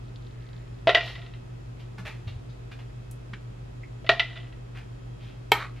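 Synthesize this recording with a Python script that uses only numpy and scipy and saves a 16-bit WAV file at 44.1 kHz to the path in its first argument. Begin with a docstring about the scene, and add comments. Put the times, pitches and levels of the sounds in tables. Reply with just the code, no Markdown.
"""A steel spoon knocks and chatters in a sauce bowl, scoops softly, and once strikes the rim of a roasting pan.
Bowl and pan are damped modes plus a noise crack; scrapes and judder are swarms of clicks; ticks are noise.
The worktop thuds in decaying sines as things shift on it, and a small hard kitchen answers in noise echoes.
Behind it, appliances hum at twice the mains rate with a slow throb, a small motor whines faintly, air moves."""
import sys
import numpy as np
from scipy import signal
from scipy.fft import rfft, irfft, next_fast_len
from scipy.io import wavfile
from scipy.ndimage import map_coordinates

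SR = 44100
rng = np.random.default_rng(int(sys.argv[2]) if len(sys.argv) > 2 else 0)


def dump(signal):
    """Clip the signal to [-1, 1] and save it as 16-bit WAV at the path in sys.argv[1]."""
    limited = np.clip(np.atleast_2d(signal).T, -1, 1)
    pcm = np.round(limited * 32767).astype(np.int16)
    wavfile.write(sys.argv[1], SR, pcm)


N = 255780

# the one blow of the spoon on the pan: t/s, level/dB
PAN_BLOW = (5.518, -2.2)


def amp(db):
    """Decibels to gain."""
    return 10 ** (np.asarray(db) / 20)


def unit(x):
    """Scale to rms 1."""
    return x / np.sqrt(np.mean(x ** 2) + 1e-20)


def seconds(size):
    """A time axis in seconds."""
    return np.arange(size) / SR


def fade(t, t60):
    """Exponential decay by 60 dB in t60 seconds."""
    return np.exp(-np.log(1000) * t / t60)


def onset(t, rise):
    """A soft attack with a time constant of rise seconds."""
    return 1 - np.exp(-t / rise)


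def along(points, hz):
    """(Hz, value) points read on a log frequency axis."""
    f, v = np.transpose(points)
    return np.interp(np.log(hz + 1), np.log(f), v)


def filtered(x, response):
    """x shaped by a gain that depends on frequency."""
    size = x.shape[-1]
    padded = next_fast_len(size + 8192)
    spectrum = rfft(x, padded) * response(np.fft.rfftfreq(padded, 1 / SR))
    return irfft(spectrum, padded)[..., :size]


def noise(response, size):
    """Coloured noise of rms 1."""
    return unit(filtered(rng.standard_normal(size), response))


def hump(hz, centre, octaves):
    """A broad resonance with gentle skirts."""
    distance = np.log2((hz + 1) / centre) / octaves
    return 1 / (1 + distance ** 2 / 4) ** 4


def wobble(rate):
    """A smooth random curve with rate knots a second."""
    knots = rng.standard_normal(int(N * rate / SR) + 4)
    return map_coordinates(knots, [seconds(N) * rate])


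def tone(hz):
    """A sine of rms 1 from a random phase; hz may be a curve."""
    cycles = np.cumsum(hz * np.ones(N)) / SR
    return np.sqrt(2) * np.sin(2 * np.pi * (cycles + rng.random()))


def slips(rate, size, scatter_db=4):
    """A random swarm of tiny clicks, rate of them a second on average, rms 1."""
    strength = amp(rng.normal(0, scatter_db, size))
    polarity = rng.choice([-1, 1], size)
    return unit(strength * polarity * (rng.random(size) < rate / SR))


def stroke(t, length):
    """The rise and fall of one movement of the hand, strongest a third of the way through length."""
    u = 3 * t / length
    return u ** 2 * np.exp(2 * (1 - u))


def add(track, s, sound):
    """Mix a sound into a track from time s on."""
    part = track[..., round(s * SR):][..., :sound.shape[-1]]
    part += sound[..., :part.shape[-1]]


def in_kitchen(sound, near_db, far_db, near_t60=0.18):
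    """Direct sound, quick echoes from pan and worktop, then a room tail that decays at its own rate per band."""
    # room decay: f/Hz, t60/s
    room_t60 = [(150, .35), (600, 0.46), (2000, 0.41), (4000, 0.51), (8000, 0.7), (14000, 0.61)]
    # stereo width of the echoes: f/Hz, side minus mid/dB
    echo_width = [(100, -17), (250, -21), (600, -14.5), (1500, -15), (2800, -17.5), (4500, -3), (6500, 0.5),
                  (9000, 8.5), (12000, 2)]
    t = seconds(SR * 3 // 4)
    hz, frames, grains = signal.stft(rng.standard_normal((2, len(t))), SR, nperseg=256)
    decaying = grains * fade(frames, along(room_t60, hz)[:, None])
    far = signal.istft(decaying, SR, nperseg=256)[1][:, :len(t)]
    far = far * onset(t, 0.0097)
    near = rng.standard_normal((2, len(t))) * fade(t, near_t60) * onset(t, 0.0033)
    answer = amp(near_db) * near / np.linalg.norm(near[0]) + amp(far_db) * far / np.linalg.norm(far[0])
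    mid, side = signal.fftconvolve(sound[None], answer, axes=1)
    mid[:len(sound)] += sound
    side = filtered(side, lambda hz: amp(along(echo_width, hz)))
    return np.array([mid + side, mid - side])


def ring(modes, t, weight, scatter_db=2.0):
    """Damped modes of a struck body, each a little different in level at every blow."""
    hz, db, t60 = np.transpose(modes)
    size = amp(db) / np.linalg.norm(amp(db)) * weight(hz)
    size = size * amp(rng.normal(0, scatter_db, len(hz)))
    polarity = (-1) ** np.arange(len(hz))
    return (size * polarity) @ (fade(t, t60[:, None]) * np.sin(2 * np.pi * np.outer(hz, t)))


def appliance_hum():
    """A motor slipping against the mains makes the double-mains hum swell and sink over steady low tones."""
    # steady motor tones: f/Hz, level/dB rms
    motor_tones = [(31, -64), (49.57, -49), (59.27, -56), (111.55, -60), (145, -64), (169.6, -64),
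                   (240, -69)]
    double_mains_hz, throb_hz = 119.96, 6.19
    throb_depth, throb_peak_s = 0.35, 0.077
    throb = 1 + throb_depth * np.cos(2 * np.pi * throb_hz * (seconds(N) - throb_peak_s))
    hum = amp(-42) * tone(double_mains_hz) * throb
    return hum + sum(amp(db) * tone(hz) for hz, db in motor_tones)


def motor_whine():
    """Thin high tones of a small motor, each wavering in level and pitch on its own."""
    # whine tones: f/Hz, level before wavering/dB rms, pitch wander/Hz
    whine_tones = [(634, -75.5, 6), (1285, -73, 7.7), (1910, -80.5, 13), (2570, -74, 6.4),
                   (3240, -80.5, 3.7), (5100, -84.5, 7), (6438, -91.5, 6), (7084, -81.5, 2)]
    waver_db = 2.05
    whine = np.zeros(N)
    for hz, db, wander in whine_tones:
        level = amp(db + waver_db * wobble(4.4))
        whine += level * tone(hz + wander * wobble(40))
    return whine


def moving_air():
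    """Fan air and rumble: steady coloured noise, nearly mono in the deep bass."""
    # colour of the air: f/Hz, level/dB
    air_colour = [(20, -11), (40, 2), (55, 2), (78, -7.5), (95, 4), (130, 3), (170, -3.5), (240, -7),
                  (370, -7), (550, -15), (1500, -22.5), (3300, -28), (7000, -37.5), (12500, -46.5),
                  (15000, -49)]
    # stereo width of the air: f/Hz, side minus mid/dB
    air_width = [(50, -33), (100, -20.5), (160, -4), (240, 1.5), (400, 4), (900, 4), (1500, 2.5), (3000, 0),
                 (12000, 1.5)]
    mid, side = amp(-49) * noise(lambda hz: amp(along(air_colour, hz)), (2, N))
    side = filtered(side, lambda hz: amp(along(air_width, hz)))
    return np.array([mid + side, mid - side])


def crackle():
    """Sparse wet ticks and a faint thin ring of narrow noise while the spoon travels back to the bowl."""
    # the thin ring before the first clink: t/s, level/dB, length/s, f/Hz, width/octaves
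    faint_ring = (0.2, -67.5, 0.8, 1886, 0.3)
    ticks_per_s, end_s = 38, 0.8
    out, t = np.zeros((2, N)), seconds(SR)
    clicks = slips(ticks_per_s, len(t), scatter_db=6.5)
    wet = unit(filtered(clicks, lambda hz: hump(hz, centre=3650, octaves=0.39)))
    add(out, 0, in_kitchen(amp(-68) * wet * (t < end_s), near_db=-6, far_db=-24, near_t60=.04))
    s, db, length, centre_hz, octaves = faint_ring
    thin = amp(db) * stroke(t, length) * noise(lambda hz: hump(hz, centre_hz, octaves), len(t))
    add(out, s, in_kitchen(thin, near_db=-.5, far_db=-15.5))
    return out


def contact_sound(place, size, rim_db):
    """One touch of the spoon: the bowl rings briefly, and its rim tone swells just after the contact."""
    # modes of the bowl: f/Hz, level/dB, t60/s
    bowl_modes = [(401, -23.5, 0.2), (566, -7.5, 0.033), (660.7, -1, 0.079), (699.6, -8, .18),
                  (875, -16, 0.12), (1045, -15, 0.095), (1350, -6.5, 0.063), (1427, -14.5, 0.1),
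                  (1586, -17.5, 0.035), (1866, -9, 0.08), (1890, -29.5, 0.77), (2360, -14.5, 0.098),
                  (2613, -3, 0.036), (2935, -3, 0.031), (3270, -6.5, 0.026), (3465, -12, 0.07),
                  (3740, -1.5, 0.014), (4470, -18.5, 0.037), (4850, -25.5, 0.0398)]
    # colour of the contact crack: f/Hz, level/dB
    crack_colour = [(100, -47.5), (250, -18), (480, 5.5), (850, -2), (1500, 2), (3000, 5), (4000, -1),
                    (5500, -10.5), (8000, -22), (10000, -23.5), (12000, -21.5), (15000, -33)]
    t, place = seconds(size), np.clip(place, 0, 1)
    # belly blows (place 0) bring out the low modes, those near the rim (1) the bright ones
    body_db = 13 - 22.5 * place
    edge_db = -2.5 + 9.5 * place
    edge_hz, soft_hz = 3700, 3900

    def contact(hz):
        """Tilt by place; sauce softens every contact."""
        tilt_db = body_db / (1 + (hz / 900) ** 6) + edge_db * hump(hz, edge_hz, 0.68)
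        return amp(tilt_db) / np.sqrt(1 + (hz / soft_hz) ** 4)

    crack = filtered(noise(lambda hz: amp(along(crack_colour, hz)), len(t)), contact) * fade(t, 0.052)
    blow = (amp(-3) * ring(bowl_modes, t, contact) + amp(-6) * crack) * onset(t, 0.00023)
    # the rim tone grows and climbs in pitch with the place
    rim_hz = 1857 + 160 * place
    rim_peak_s, rim_spread_s = 0.01, 0.0032
    swell = np.exp(-((t - rim_peak_s) / rim_spread_s) ** 2 / 2)
    return blow + amp(rim_db) * place * swell * np.sin(2 * np.pi * rim_hz * t)


def bowl():
    """The spoon knocks on the hand-held bowl, each blow coloured by where it lands."""
    # knocks: t/s, level/dB, place on the wall (0 belly - 1 rim)
    knocks = [(0.8716, -12, .1), (0.8775, -20, .95), (0.8918, -10, 0.39), (0.9065, -22.5, 0.99),
              (0.9474, -6.5, 0.76), (0.9705, -16, 0.38), (1.154, -35, 0.82), (4.044, -40, 0.16),
              (4.0648, -35, 0.94), (4.0915, -5, 0.43), (4.1957, -13.5, 0.89), (4.365, -37, 0.73),
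              (4.525, -47, 0.66)]
    out = np.zeros((2, N))
    for s, db, place in knocks:
        knock = amp(db) * contact_sound(place, size=SR * 2 // 5, rim_db=-1)
        add(out, s, in_kitchen(knock, near_db=-7.5, far_db=-15.5))
    return out


def chatter():
    """Quick, uneven touches that tend to grow lighter as the spoon rubs against the bowl after a clink."""
    # chatters: t/s, starting level/dB, length/s
    chatters = [(1.0, -33.5, .36), (4.26, -40, .24)]
    touches_per_s, fall_db_per_s, scatter_db = 50, 54, 4
    out = np.zeros((2, N))
    for s, db, length in chatters:
        touches = np.zeros(SR * 3 // 4)
        for beat in np.arange(0, length, 1 / touches_per_s):
            at = beat + rng.random() / touches_per_s
            strength = amp(db - fall_db_per_s * at + rng.normal(0, scatter_db))
            place = rng.normal(0.75, 0.11)
            # light touches near the rim barely raise its tone
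            add(touches, at, strength * contact_sound(place, size=SR // 8, rim_db=-6.5))
        add(out, s, in_kitchen(touches, near_db=-5, far_db=-21.5))
    return out


def scrapes():
    """The spoon drags through sauce and along the sides: swarms of tiny slips under a short stroke."""
    # strokes: t/s, level/dB, length/s, centre f/Hz
    strokes = [(1.015, -44, 0.13, 3230), (1.793, -51, 0.032, 2940), (1.978, -43, 0.026, 1250),
               (2.047, -39.5, .058, 2030), (2.269, -46, 0.037, 2900), (2.486, -60, 0.035, 3880),
               (2.711, -46.5, .026, 2170), (2.787, -49.5, .023, 2260), (4.742, -51, 0.071, 2030),
               (5.186, -56.5, 0.17, 2740), (5.753, -56, .045, 2360)]
    # broad colour under the resonance: f/Hz, level/dB
    bed_colour = [(150, -15), (350, 10), (800, 15), (2500, 2), (6000, -9.5), (9000, -18), (12000, -13),
                  (15000, -19)]
    slips_per_s, smooth, bed_db = 520, 0.89, -17
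    out, t = np.zeros((2, N)), seconds(SR // 2)
    for s, db, length, centre_hz in strokes:
        grit = slips(slips_per_s, len(t)) + smooth * rng.standard_normal(len(t))
        octaves = 0.76 * 2010 / centre_hz  # higher strokes are narrower
        colour = lambda hz: hump(hz, centre_hz, octaves) + amp(bed_db + along(bed_colour, hz))
        scrape = amp(db) * stroke(t, length) * unit(filtered(grit, colour))
        add(out, s, in_kitchen(scrape, near_db=-1.0, far_db=-5))
    return out


def worktop():
    """Each soft bump sets the worktop booming in one low, decaying sine."""
    # bumps: t/s, level/dB, f/Hz, t60/s
    bumps = [(1.986, -36.5, 182, 0.22), (2.055, -35, 94, .15), (2.269, -25, 99, 0.19), (2.31, -39, 92, .2),
             (2.361, -29.5, 92, 0.13), (3.332, -33, 187, 0.079)]
    out, t = np.zeros(N), seconds(SR // 2)
    for s, db, hz, t60 in bumps:
        boom = np.sin(2 * np.pi * hz * t) * fade(t, t60) * onset(t, 0.0017)
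        add(out, s, amp(db) * boom)
    return out


def light_ticks():
    """Light taps and wet ticks: single bursts of band-shaped noise."""
    # taps: t/s, level/dB, t60/s, centre f/Hz, width/octaves
    taps = [(3.111, -41, 0.034, 10400, 1), (3.333, -32.5, 0.061, 1870, 0.75),
            (3.832, -36.5, 0.05, 2120, 0.23)]
    out, t = np.zeros((2, N)), seconds(SR // 2)
    for s, db, t60, centre_hz, octaves in taps:
        burst = noise(lambda hz: hump(hz, centre_hz, octaves), len(t)) * fade(t, t60) * onset(t, 0.0014)
        add(out, s, in_kitchen(amp(db) * burst, near_db=-9.5, far_db=-31))
    return out


def pan():
    """One hard clack on the pan, whose load of meat damps its modes at once."""
    # modes of the loaded pan: f/Hz, level/dB, t60/s
    pan_modes = [(280.5, -28, 0.14), (415, -10.5, 0.06), (808, 4.5, 0.022), (939, 3, 0.027),
                 (1283, -13.5, 0.12), (1580, -13, 0.043), (1835, -15, 0.15), (2190, -5.5, 0.059),
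                 (2336, -11, 0.066), (2610, -9.5, 0.06), (3164, -11, 0.058), (3520, -29, 0.032),
                 (4270, -12, 0.01), (5780, -25, 0.04), (7520, -30, 0.023), (11890, -20, 0.0127)]
    # colour of the contact crack: f/Hz, level/dB
    crack_colour = [(100, -20), (300, -1), (900, -5), (2500, 0), (4200, 1), (5000, -12), (7500, -17),
                    (9500, -29), (12000, -12.5), (15000, -27)]
    out, t = np.zeros((2, N)), seconds(SR // 4)
    s, db = PAN_BLOW
    crack = amp(-7) * noise(lambda hz: amp(along(crack_colour, hz)), len(t)) * fade(t, 0.029)
    clack = (ring(pan_modes, t, np.ones_like) + crack) * onset(t, 0.0002)
    add(out, s, in_kitchen(amp(db) * clack, near_db=-8.5, far_db=-40))
    return out


def judder():
    """Just after the hit the spoon buzzes on the pan in a swarm of tiny contacts, then lifts off."""
    # colour of the buzz: f/Hz, level/dB
    buzz_colour = [(200, -18.5), (750, -11), (1260, -0.5), (1650, -9.5), (1950, -3), (2500, -10),
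                   (3000, -17.5), (4200, -16), (5000, -28), (11400, -44), (15000, -56)]
    contacts_per_s, smooth = 1500, 0.48
    delay_s, hold_s, release_t60, sag_db_per_s = .025, 0.088, 0.22, 59
    out, t = np.zeros((2, N)), seconds(SR // 2)
    release = fade(np.maximum(t - hold_s, 0), release_t60)
    level = onset(t, .004) * amp(-32.5 - sag_db_per_s * t) * release
    grit = slips(contacts_per_s, len(t)) + smooth * rng.standard_normal(len(t))
    buzz = level * unit(filtered(grit, lambda hz: amp(along(buzz_colour, hz))))
    add(out, PAN_BLOW[0] + delay_s, in_kitchen(buzz, near_db=-5.5, far_db=-26))
    return out


def scene():
    """Everything in the kitchen: the background, then the spoon's sounds and the worktop."""
    background = appliance_hum() + motor_whine() + moving_air()
    in_bowl = crackle() + bowl() + chatter() + scrapes() + light_ticks()
    on_pan = pan() + judder()
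    return background + in_bowl + worktop() + on_pan


def record(dry):
    """The microphone rounds off the highest peaks, dulls the top treble and passes nothing from 16 kHz up."""
    # treble roll-off: f/Hz, level/dB
    roll_off = [(12300, 0), (13200, -12), (14500, -7), (16000, -16.5)]
    top_hz = 16000
    rounded = dry / (1 + np.abs(dry / .95) ** 8) ** (1 / 8)
    return filtered(rounded, lambda hz: amp(along(roll_off, hz)) * (hz < top_hz))


dry = scene()
out = record(dry)
dump(out)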